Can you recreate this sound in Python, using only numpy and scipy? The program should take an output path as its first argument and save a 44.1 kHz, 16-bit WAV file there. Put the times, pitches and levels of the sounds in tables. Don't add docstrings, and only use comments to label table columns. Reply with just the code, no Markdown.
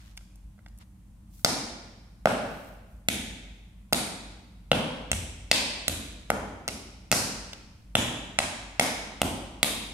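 import sys
import numpy as np
from scipy import signal
from scipy.fft import rfft, irfft, next_fast_len
from scipy.io import wavfile
from scipy.ndimage import uniform_filter1d, minimum_filter1d, map_coordinates

SR = 44100
rng = np.random.default_rng(int(sys.argv[2]) if len(sys.argv) > 2 else 0)


def waveform_to_disk(signal):
    frames = np.transpose(np.atleast_2d(signal))
    scaled = np.clip(frames, -1, 1) * 32767
    samples = np.round(scaled).astype(np.int16)
    wavfile.write(sys.argv[1], SR, samples)


N = 437913
SIZE = 65536
HZ = np.fft.rfftfreq(SIZE, 1 / SR) + 1e-3
T = np.arange(SIZE) / SR

# frequency in Hz, rms level in dB.
MOTOR_TONES = [(48.5, -53), (97, -72.5), (113, -62)]
# frequency in Hz, relative spectral level in dB.
RUMBLE_SPECTRUM = [(15, -11), (38, -22.5), (50, 10), (63, 1.5), (88, -2.5), (130, -14), (160, -8),
                   (187, -2), (215, -6), (265, -23.5), (302, -13.5), (370, -32), (480, -38.5), (700, -76.5)]
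HISS_SPECTRUM = [(300, -19.5), (450, -3.5), (750, -3), (1020, -3), (1600, -9.5), (2200, -9.5),
                 (5000, -15.5), (9500, -11), (15500, -20)]
# middle in seconds, half length in seconds, level in dB, centre in Hz.
SOFT_NOISES = [(0.015, 0.14, -60, 1790), (0.022, 0.079, -77, 4800), (.817, 0.018, -57.5, 1300),
               (1.383, 0.061, -57, 12200), (2.59, 0.18, -59, 12500), (2.93, 0.084, -71, 9100)]
# start in seconds, relative level in dB, wooden knock against the ring
# in dB, ring in Hz.
TICKS = [(.169, -45, -4, 11000), (.175, -30.5, -18, 2130), (.175, -32.5, -14, 5540), (.209, -48, -6, 1500),
         (.357, -50, -4, 8900), (.579, -57, 10, 900), (.590, -50.5, 5, 1390), (.662, -43.5, 5.5, 2410),
         (.684, -51, 0.5, 6000), (.776, -53, -11.5, 11000), (.786, -46, -14, 10000), (1.276, -56, -6, 1930),
         (1.394, -57, 5, 1500), (7.532, -28, -9.5, 3740)]
# start in seconds, blow on the wood in dB, heel share (0 toe, 1 heel),
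# floor boom in dB, blow on the plate in dB, edge share (0 flat, 1 on edge), plate pitch ratio;
# first resonance in Hz and signed dB added, second resonance in Hz and signed dB subtracted, board in Hz
# and its gain in dB, sole overtone in Hz and its gain in dB; bearing in degrees to the right,
# treble thrown at the microphones in dB, sound thrown at the ceiling in dB.
TAPS = [(1.447, 26.5, 0.47, 0, 16.5, 0.77, 0.72, 5640, 1.5, 2750, 3, 330, 2, 2250, -1, 22, 5.5, -0.5),
        (2.257, 30.5, 0.59, 11, 15, 0.3, 0.71, 597, 4, 970, 3.5, 315, -5, 2870, -2, 24, -4, -6.5),
        (3.086, 22.5, 0.11, 25.5, 18, 0.34, 1.13, 2150, 0.5, 1070, 8.5, 192, 2.5, 1587, 1.5, 37, 2, -3),
        (3.926, 25.5, 0.26, 8.5, 0.5, 1, 1.17, 8840, -11, 2170, -2, 122, -3, 1350, 4.5, 19.5, -4, -4),
        (3.931, 9.5, 0.89, 15, 17.5, 0.22, 1.58, 8640, 9.5, 1283, 7, 128, -1, 6700, 6, 22.5, 0, 2),
        (4.7161, 30, 0.35, 0, 17.5, .02, 0.86, 517, 7.5, 370, 4.5, 159, 5.5, 8450, 0.5, 11, 3.5, -3.5),
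        (5.1162, 17, 0.21, 32, 13, 0.6, 0.71, 7760, 7, 4530, 9, 563, 0, 1960, -2, 20.7, 2.5, 4),
        (5.514, 24, 0.58, 17, 22.5, 0.7, .5, 4770, 9.5, 1330, 6.5, 122, -8, 1790, -2, 3.9, 0.5, -1.5),
        (5.881, 21, 0.19, 25.5, 14, 0.47, 1.2, 3700, 2, 860, 11.5, 195, -6, 1950, -3.5, 18, 4, 2),
        (6.3028, 24, 0.47, 24, 5, 0.45, 0.95, 830, 3, 3760, -1, 450, 3.5, 2165, 6.5, 13.6, 6, -1),
        (6.679, 3, 0.96, 15, 0.5, 0.93, 0.86, 6840, -5, 1680, 3.5, 389, 7, 2900, 4, 21, 4, -1),
        (6.6864, 12, 0, -12, 4, 0.42, 0.56, 2970, 3, 1690, 5.5, 382, 5, 6730, 5, 20, 2, -2),
        (7.1157, 24, 0.086, 16, 15.5, 0.72, 1.19, 5160, 6, 3220, -1, 119, 9.5, 2670, 4.5, 5.7, 1.5, 5),
        (7.1257, 19, 0.95, 20, 13, 1, 0.83, 1890, 1, 3440, 4, 684, -3.5, 7900, -11, 3.3, -3.5, -5),
        (7.9531, 28, 0.34, 22.5, 23, 0.054, 1.14, 7030, 6.5, 4340, 12, 124.5, 7, 1510, 0, 13.6, -1, -4),
        (8.3884, 21, 0.77, 21, 20, 0.33, 1.17, 3580, -5, 12600, 14, 470, -10, 1410, -6, 16, 2, 0.5),
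        (8.7964, 27, 0.54, 15, 23.5, 0.36, 0.84, 4340, -1.5, 2800, 7.5, 122, -3.5, 2200, 3.5, 18, 1.5, 0),
        (9.217, 26.5, 0.33, 28, 15, 0.25, 0.86, 8300, 6.5, 1740, 6.5, 354, 3, 13200, 10, 1.3, 0.5, -2),
        (9.63, 24.5, 0.23, 2, 22, .35, 1.29, 3830, 0, 1620, 4, 170, -7, 1180, 5.5, 4, 3.5, 1.5)]
# resonance in Hz,
# sharpness Q, level under the toe in dB, gain under the heel in dB.
WOOD_MODES = [(128, 2.2, -7, 0.5), (229, 1.11, 0, -4.5), (625, 1.01, -11.5, 15), (1393, 2.1, -21, 20)]
# resonance in Hz, sharpness Q, level landing flat in dB,
# gain on edge in dB, share of the pitch change that it follows.
PLATE_MODES = [(2226, 1.56, -6, 3.5, 0), (3205, 2.28, 0.9, -11.5, 0.43), (6360, 1.13, -19, 24, 1),
               (9740, 2.4, -18, 12.5, 0.27), (13000, 2.07, -27.5, 10.5, 0)]
# frequency in Hz, average gain in dB.
STEEL_OVERTONES = [(2630, 1.5), (3900, 2.5), (4620, 2), (5200, 1), (6560, -1.5), (7480, 0), (9690, 0.5),
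                   (11540, 1.5)]
# delay in seconds, relative level in dB, treble corner in Hz.
ECHOES = [(0.0142, -4.5, 2800), (0.0324, -16.5, 1500), (0.0515, -17, 1400)]
# frequency in Hz, seconds to fall by 60 dB.
HALL_DECAY = [(60, 0.79), (220, 1.21), (700, 1.028), (2200, 1.135), (5300, 0.95), (9000, 0.7),
              (14000, 0.43)]
# frequency in Hz, gain in dB.
HALL_COLOUR = [(50, -8), (85, 7.5), (120, -1), (250, 1.5), (340, -2), (470, -2.5), (900, 1), (1500, -0.5),
               (2800, -1), (5000, 0.5), (10500, 3), (12500, 1.5), (15000, -7.5)]
# frequency in Hz, left-right correlation.
MIC_LIKENESS = [(60, 0.99), (150, 0.99), (260, 0.83), (600, 0.76), (1200, 0.078), (3000, 0.08)]

BOOM_HZ, BOOM_Q = 55.7, 1.1
CLACK_HZ, CLACK_Q, CLACK_DB = 2400, 1.5, 1.9
MIC_SPACING_M, SOUND_M_PER_S = 0.13, 343


def amp(db):
    return 10 ** (np.asarray(db) / 20)


def unit(x):
    return x / np.sqrt(np.mean(x ** 2))


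def along(points, hz):
    freqs, values = np.transpose(points)
    return np.interp(np.log(hz + 1), np.log(freqs), values)


def filtered(x, gain):
    size = next_fast_len(N + SR // 2)
    return irfft(rfft(x, size) * gain(np.fft.rfftfreq(size, 1 / SR)), size)[..., :N]


def hump(hz, centre, q):
    hz = hz + 1
    return 1 / (1 + (q * (hz / centre - centre / hz)) ** 2)


def highpass(corner_hz):
    return HZ ** 2 / (HZ ** 2 + corner_hz ** 2)


def causal(gain):
    cepstrum = irfft(np.log(np.maximum(gain, 1e-6)))
    cepstrum[1:SIZE // 2] *= 2
    cepstrum[SIZE // 2 + 1:] = 0
    return np.exp(rfft(cepstrum))


def delay(s):
    return np.exp(-2j * np.pi * HZ * s)


def motor_hum(drift_hz):
    t = np.arange(N) / SR
    out = np.zeros(N)
    for hz, db in MOTOR_TONES:
        drift = drift_hz * map_coordinates(rng.standard_normal(24), [2 * t])
        out += np.sqrt(2) * amp(db) * np.sin(2 * np.pi * np.cumsum(hz + drift) / SR)
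    return out


def diffuse(pair, hz):
    turn = np.arccos(np.clip(along(MIC_LIKENESS, hz), -1, 1)) / 2
    mid, side = pair[0] * np.cos(turn), pair[1] * np.sin(turn)
    return np.array([mid + side, mid - side])


def room_tone(spectrum, db):
    size = next_fast_len(N)
    hz = np.fft.rfftfreq(size, 1 / SR)
    field = diffuse(rfft(rng.standard_normal((2, size))), hz) * amp(along(spectrum, hz))
    return amp(db) * unit(irfft(field, size)[:, :N])


def hall_fade_and_swishes(grit_db, grit_hz):
    t = np.arange(N) / SR
    out = np.zeros((2, N))
    for middle_s, half_s, db, centre_hz in SOFT_NOISES:
        noise = filtered(rng.standard_normal((2, N)), lambda hz: hump(hz, centre_hz, q=0.29))
        grit = amp(grit_db * np.interp(t * grit_hz, np.arange(N), rng.standard_normal(N)))
        swell = np.exp(-((t - middle_s) / half_s) ** 2)
        out += amp(db) * swell * unit(noise * grit)
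    return out


def ticks(level_db):
    out = np.zeros((2, N))
    for start_s, db, knock_db, ring_hz in TICKS:
        body = causal(amp(knock_db) * hump(HZ, 640, q=0.537) + hump(HZ, ring_hz, q=0.81))
        path = to_microphones(lag_s=0.0001, facing_db=-1.0, direct_db=7.5, echo_db=-2.0, hall_db=-0.5,
                              back_s=0.00139, back_share=0.96, bass_hz=200)
        add(out, start_s, irfft(amp(db + level_db) * body * chatter(t60=0.016, channels=1) * path))
    return out


def add(track, start_s, sound):
    start = round(start_s * SR)
    length = min(N - start, SIZE - SIZE // 8)
    track[:, start:start + length] += sound[:, :length]


def chatter(t60, channels):
    burst = rng.standard_normal((channels, SIZE)) * amp(-60 * np.minimum(T / t60, 5))
    return rfft(burst / np.linalg.norm(burst, axis=1, keepdims=True))


def roughened(share, corner_hz, t60, channels):
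    scattered = share * highpass(corner_hz)
    return np.sqrt(1 - scattered) + np.sqrt(scattered) * chatter(t60, channels)


def to_microphones(lag_s, facing_db, direct_db, echo_db, hall_db, back_s, back_share, bass_hz):
    pair = np.array([delay(lag_s), delay(0)])
    back_wall = 1 + back_share * delay(back_s) / (1 + 1j * HZ / 6000)
    straight = plate_beam(facing_db) * roughened(share=0.29, corner_hz=2500, t60=0.015, channels=2)
    early = amp(direct_db) * straight + amp(echo_db) * early_echoes(scatter_db=1.5)
    bass_cut = causal(highpass(bass_hz))
    return pair * bass_cut * back_wall * early + amp(hall_db) * hall_tail(build_s=0.021)


def plate_beam(treble_db):
    return causal(amp(treble_db * highpass(1800) + CLACK_DB * hump(HZ, CLACK_HZ, CLACK_Q)))


def early_echoes(scatter_db):
    echoes = 0
    for delay_s, db, dull_hz in ECHOES:
        gain = amp(db + scatter_db * rng.standard_normal())
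        arrival = delay(delay_s * (1 + 0.011 * rng.standard_normal()))
        echoes += gain * arrival / (1 + 1j * HZ / dull_hz)
    echoes *= smear(spread_s=0.0011, step_hz=414)
    return echoes * roughened(share=0.92, corner_hz=1500, t60=0.013, channels=2)


def smear(spread_s, step_hz):
    lateness = map_coordinates(rng.random(512), [HZ / step_hz], order=1, mode="mirror")
    late_s = spread_s * lateness * HZ / (HZ + 500)
    return np.exp(-2j * np.pi * np.cumsum(late_s) * SR / SIZE)


def hall_tail(build_s):
    hz, t, noise = signal.stft(rng.standard_normal((2, SIZE)), SR, nperseg=256)
    decay = amp(-60 * t / along(HALL_DECAY, hz)[:, None])
    tail = signal.istft(noise * decay, SR, nperseg=256)[1][:, :SIZE]
    tail *= (1 - np.exp(-(T / build_s) ** 2)) / np.sqrt(SR * 0.065)
    return diffuse(rfft(tail), HZ) * amp(along(HALL_COLOUR, HZ))


def taps():
    out = np.zeros((2, N))
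    for start_s, wood_db, heel, boom_db, plate_db, edge, pitch, *rings, degrees, facing_db, up_db in TAPS:
        modes = shoe_on_floor(wood_db, heel, boom_db, plate_db, edge, pitch)
        body = causal(modes * struck_spot(*rings) * steel_shimmer())
        rocking = smear(spread_s=0.0004, step_hz=750)
        blow = body * rocking * roughened(share=0.095, corner_hz=2470, t60=0.045, channels=1)
        lag_s = MIC_SPACING_M * np.sin(np.radians(degrees)) / SOUND_M_PER_S
        path = to_microphones(lag_s, facing_db, direct_db=-1.6, echo_db=-4.0 + up_db, hall_db=-1.5,
                              back_s=0.001441, back_share=0.56, bass_hz=117)
        add(out, start_s, irfft(blow * path))
    return out


def shoe_on_floor(wood_db, heel, boom_db, plate_db, edge, pitch):
    modes = [(BOOM_HZ, BOOM_Q, boom_db)]
    modes += [(hz, q, wood_db + db + heel * heel_db) for hz, q, db, heel_db in WOOD_MODES]
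    modes += [(hz * pitch ** follows, q, plate_db + db + edge * edge_db)
              for hz, q, db, edge_db, follows in PLATE_MODES]
    return np.sqrt(sum((amp(db) * hump(HZ, hz, q)) ** 2 for hz, q, db in modes))


def struck_spot(first_hz, first_db, second_hz, second_db, board_hz, board_db, sole_hz, sole_db):
    return amp(first_db * hump(HZ, first_hz, q=4.4) - second_db * hump(HZ, second_hz, q=4.1)
               + board_db * hump(HZ, board_hz, q=3.5) + sole_db * hump(HZ, sole_hz, q=6))


def steel_shimmer():
    return amp(sum(db * rng.uniform(0.5, 1.5) * hump(HZ, hz, q=140) for hz, db in STEEL_OVERTONES))


def scene():
    dancer = taps() + ticks(level_db=12.0) + hall_fade_and_swishes(grit_db=2.5, grit_hz=456)
    motor = motor_hum(drift_hz=0.29)
    return dancer + motor + room_tone(RUMBLE_SPECTRUM, db=-51) + room_tone(HISS_SPECTRUM, db=-70)


def saturated(x, top_db):
    return x / (1 + (x / amp(top_db)) ** 4) ** (1 / 4)


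def limiter(x, ceiling_db, release_db_per_s):
    peak_db = 20 * np.log10(np.abs(x).max(axis=0) + 1e-9)
    over_db = np.maximum(peak_db - ceiling_db, 0)
    recovery = release_db_per_s * np.arange(N) / SR
    gain_db = recovery - np.maximum.accumulate(over_db + recovery)
    ahead_db = minimum_filter1d(gain_db, size=25)
    return x * amp(uniform_filter1d(ahead_db, size=25))


def record(dry):
    held = limiter(saturated(dry, top_db=-0.5), ceiling_db=-2.6, release_db_per_s=891.0)
    return filtered(held, lambda hz: 1 / (1 + (hz / 15700) ** 100))


dry = scene()
out = record(dry)
waveform_to_disk(out)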